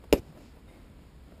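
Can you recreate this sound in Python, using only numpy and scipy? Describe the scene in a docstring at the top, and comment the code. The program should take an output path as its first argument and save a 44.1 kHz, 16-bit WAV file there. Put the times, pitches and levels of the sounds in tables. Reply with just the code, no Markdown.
"""A quiet field and a faint rustle of grass; almost at once a steel fork knocks, close by, as it is slid
under a small foil packet. The blow chatters three times: dull thud, crack from the tines, a short ring
and shiver that stop as the fork settles, with low pushes into the ground. Then grass rustles and ticks
as the packet is lifted, and the tines sing faintly as it scrapes along them."""
import sys
import numpy as np
from scipy import signal
from scipy.fft import rfft, irfft
from scipy.io import wavfile

SR = 44100
rng = np.random.default_rng(int(sys.argv[2]) if len(sys.argv) > 2 else 0)


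def unload_audio(sound):
    """Save the sound as a 16-bit wav file, at the path given as the first command line argument."""
    columns = np.transpose(np.atleast_2d(sound))
    # keep every value between -1 and 1, then stretch to whole-number steps
    steps = np.round(np.clip(columns, -1, 1) * 32767)
    wavfile.write(sys.argv[1], SR, steps.astype(np.int16))


N = 61739

# outdoor air: freq_hz, relative_db
FIELD_SPECTRUM = [(12, -50), (20, -14.5), (62, 3.5), (97, -8), (164, -8), (199, -11), (249, -11),
                  (328, -18), (540, -28), (865, -28.5), (940, -26.5), (5090, -38.5), (6010, -49.5),
                  (6910, -41.5), (15000, -49.5)]
# rustle envelope of grass and foil: time_s, body_db, hiss_db
RUSTLE_LEVELS = [(0, -61.5, -103), (0.029, -60, -87), (0.044, -49, -97), (.065, -60, -90),
                 (.21, -56.5, -73.5), (.3, -57, -72), (.345, -57.5, -85), (.38, -52.5, -70),
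                 (.46, -58.5, -65), (.52, -62.5, -74), (0.563, -55.5, -86), (.64, -64.5, -87),
                 (.69, -55, -81), (.79, -56.5, -78), (.93, -64, -92), (1.05, -60.5, -87),
                 (1.12, -66.5, -85), (1.32, -58.5, -87), (1.4, -58.5, -82)]
# dull part of the rustle: freq_hz, relative_db
BODY_SPECTRUM = [(60, -13), (200, 8), (600, 1.5), (1100, -10), (1700, -17), (2300, -14), (3500, -23),
                 (8000, -28), (15000, -26.5)]
# swish of grass: freq_hz, relative_db
HISS_SPECTRUM = [(800, -30), (2500, 7.5), (3500, -1), (5000, 5.5), (7300, 1), (9000, -11), (15000, -23)]
# stalks ticking: start_s, level_db
STALK_TICKS = [(0.038, -40), (0.374, -44), (.404, -50), (0.571, -47.5), (0.681, -43.5), (0.992, -50),
               (1.038, -56), (1.289, -48), (1.32, -42)]
# stalk tick: freq_hz, relative_db
TICK_SPECTRUM = [(100, 5), (400, 13.5), (900, 3), (1600, -1.5), (2400, -10.5), (4000, -37), (15000, -48)]
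# contacts of the one knock: start_s, thud_gain_db, crack_gain_db, ring_gain_db
FORK_CONTACTS = [(.127, 2.5, 0, -2.5), (0.1337, 2, -8.5, 5), (.1408, -8, -54, -34)]
# thud of fork and ground: freq_hz, gain_db
THUD_SPECTRUM = [(20, -1), (60, -14), (130, -18), (210, 25), (285, 27), (430, 27.5), (560, 24.5),
                 (690, 11.5), (820, 15), (950, 10.5), (1300, -2), (2000, -3), (6000, -67)]
# bright, quickly dying partials of the crack: pitch_hz, level_db, t60_s
CRACK_PARTIALS = [(2490, -29.5, 0.022), (2800, -12.5, 0.0075), (3440, -23, 0.0059), (5070, -19.5, 0.0057),
                  (6860, -23, .012), (9290, -20, 0.006), (11570, -31, .022), (12430, -31, .022),
                  (14800, -23, 0.0063)]
# modes that ring on: pitch_hz, level_db, t60_s
RING_MODES = [(216, -42, .13), (274, -35, .10), (392, -35, .11), (425, -32, .14), (565, -41, .07),
              (955, -44, .05), (2448, -54, .13), (2611, -51, .14), (2778, -54, .13), (3730, -57, .12),
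              (9388, -61, .15), (11440, -61, .13), (11570, -53, .18), (12420, -54, .17), (12560, -62, .13)]
# gritty burst at each contact: freq_hz, relative_db
GRIT_SPECTRUM = [(700, 8.5), (1200, -6.5), (1750, 0.5), (2600, 4.5), (4200, -9.5), (5200, 9), (6000, -12),
                 (7000, -1.5), (10500, -14), (15000, -10)]
# packet and stalks shaken by the blow: freq_hz, relative_db
SHIVER_SPECTRUM = [(40, -21), (140, -7), (420, 8), (600, -7), (800, -17.5), (1700, -28.5), (2550, -19.5),
                   (3200, -32.5), (5000, -30), (6000, -40.5), (7100, -33), (9500, -35), (10500, -40),
                   (12000, -36), (13500, -42), (15000, -35)]
# pushes into the ground: centre_s, pitch_hz, level_db, sigma_s
GROUND_PUSHES = [(0.138, 57, -20, 0.0073), (0.1977, 89, -34, 0.0047), (0.297, 153.6, -45.5, 0.015)]
# scraped tine resonances: centre_hz, bandwidth_hz, level_db
TINE_BANDS = [(2160, 280, -64), (3730, 150, -72), (8260, 180, -79), (9800, 320, -77)]

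TIME_S, FREQ_HZ = np.arange(N) / SR, np.fft.rfftfreq(N, 1 / SR)


def amp(db):
    return 10 ** (np.asarray(db) / 20)


def unit_rms(x):
    return x / np.sqrt(np.mean(x ** 2) + 1e-20)


def gain_at(spectrum, hz):
    """Spectrum's gain, interpolated over log frequency."""
    points_hz, points_db = np.transpose(spectrum)
    return amp(np.interp(np.log(hz + 1), np.log(points_hz + 1), points_db))


def since(start_s):
    return np.maximum(TIME_S - start_s, 0)


def noise(spectrum):
    """Coloured noise, unit rms."""
    return unit_rms(irfft(rfft(rng.standard_normal(N)) * gain_at(spectrum, FREQ_HZ), N))


def decay(start_s, t60_s, rise_s=0):
    """Exponential decay; instant or linear attack."""
    age_s = since(start_s)
    attack = np.minimum(age_s / rise_s, 1) if rise_s else age_s > 0
    return attack * amp(-60 * age_s / t60_s)


def field_air(level_db=-52, swell_db=.5):
    """Low outdoor air, swelling slightly."""
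    rates_hz = np.geomspace(2, 20, 20)
    swell = sum(np.sin(2 * np.pi * (hz * TIME_S + rng.random())) / np.sqrt(hz) for hz in rates_hz)
    return amp(level_db + swell_db * unit_rms(swell)) * noise(FIELD_SPECTRUM)


def grass_rustle(grain_db=3, grain_s=.003):
    """Grass and foil rustle: dull grainy body, smooth swish."""
    times_s, body_db, hiss_db = np.transpose(RUSTLE_LEVELS)
    knots_s = np.arange(0, N / SR, grain_s)
    flicker = np.interp(TIME_S, knots_s, rng.standard_normal(N)[:len(knots_s)])
    grain = unit_rms(amp(grain_db * flicker))
    body = grain * amp(np.interp(TIME_S, times_s, body_db)) * noise(BODY_SPECTRUM)
    swish = amp(np.interp(TIME_S, times_s, hiss_db)) * noise(HISS_SPECTRUM)
    return body + swish


def stalk_ticks():
    """Single stalks tick, each a short noise burst."""
    envelope = sum(amp(db) * decay(start_s, t60_s=.02, rise_s=.0015) for start_s, db in STALK_TICKS)
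    return envelope * noise(TICK_SPECTRUM)


def thud(start_s, fft_size=4096):
    """Fork meets ground: one dull minimum-phase pulse."""
    log_gain = np.log(gain_at(THUD_SPECTRUM, abs(np.fft.fftfreq(fft_size, 1 / SR))))
    response = np.exp(np.conj(signal.hilbert(log_gain)))
    pulse = np.fft.ifft(response).real[:fft_size // 2]
    return np.interp(np.arange(N) - start_s * SR, np.arange(len(pulse)), pulse, left=0, right=0)


def struck_modes(modes, start_s):
    """One contact excites damped sines."""
    return sum(amp(db) * decay(start_s, t60_s) * np.sin(2 * np.pi * hz * since(start_s))
               for hz, db, t60_s in modes)


def packet_shiver(level_db=-20.5):
    """The first contact shakes packet and stalks."""
    start_s = FORK_CONTACTS[0][0]
    return amp(level_db) * decay(start_s, t60_s=.19, rise_s=.0032) * noise(SHIVER_SPECTRUM)


def fork_knock(grit_db=-23.5, settle_s=.1974, damping_t60_s=.017):
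    """Each contact thuds, cracks and rings; settling damps these, the shiver and the graze."""
    knock, grit = np.zeros(N), noise(GRIT_SPECTRUM)
    for start_s, thud_db, crack_db, ring_db in FORK_CONTACTS:
        knock += amp(thud_db) * thud(start_s)
        knock += amp(crack_db) * struck_modes(CRACK_PARTIALS, start_s)
        knock += amp(ring_db) * struck_modes(RING_MODES, start_s)
        knock += amp(grit_db + .65 * crack_db) * decay(start_s, t60_s=.026) * grit
    knock += packet_shiver() + tine_graze()
    return knock * amp(-60 * since(settle_s) / damping_t60_s)


def ground_pushes():
    """The fork pushes into the ground at the blow, on settling and sliding on: soft low pulses."""
    pushes = np.zeros(N)
    for centre_s, hz, db, sigma_s in GROUND_PUSHES:
        offset_s = TIME_S - centre_s
        pushes += amp(db) * np.exp(-.5 * (offset_s / sigma_s) ** 2) * np.sin(2 * np.pi * hz * offset_s)
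    return pushes


def tine_graze(centre_s=.1825, sigma_s=.0083, level_db=-55):
    """A tine grazes the grass: brief rasp."""
    return amp(level_db) * np.exp(-.5 * ((TIME_S - centre_s) / sigma_s) ** 2) * noise(HISS_SPECTRUM)


def tine_scrape():
    """Packet friction drives narrow tine resonances."""
    friction, song = rfft(rng.standard_normal(N)), np.zeros(N)
    for centre_hz, bandwidth_hz, db in TINE_BANDS:
        resonance = 1 / (1 + (2 * (FREQ_HZ - centre_hz) / bandwidth_hz) ** 2)
        song += amp(db) * unit_rms(irfft(friction * resonance, N))
    return song * decay(start_s=.672, t60_s=.75, rise_s=.015)


def treble_notch(x, centre_hz=5990, width_hz=420, gain_db=-10):
    """Narrow Gaussian dip in the treble."""
    dip_db = gain_db * np.exp(-((FREQ_HZ - centre_hz) / width_hz) ** 2)
    return irfft(rfft(x) * amp(dip_db), N)


def scene():
    """Fork over grass and field, mono."""
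    fork = fork_knock() + ground_pushes() + tine_scrape()
    background = treble_notch(grass_rustle() + stalk_ticks() + field_air())
    return (fork + background)[None]


def record(dry):
    """Soft overload on the highest peaks, then low-pass."""
    ceiling, cutoff_hz = .51, 15200
    rounded = dry / (1 + (dry / ceiling) ** 10) ** (1 / 10)
    lowpass = signal.firwin(255, cutoff_hz, window=("kaiser", 9), fs=SR)
    return signal.oaconvolve(rounded, lowpass[None], "same")


dry = scene()
out = record(dry)
unload_audio(out)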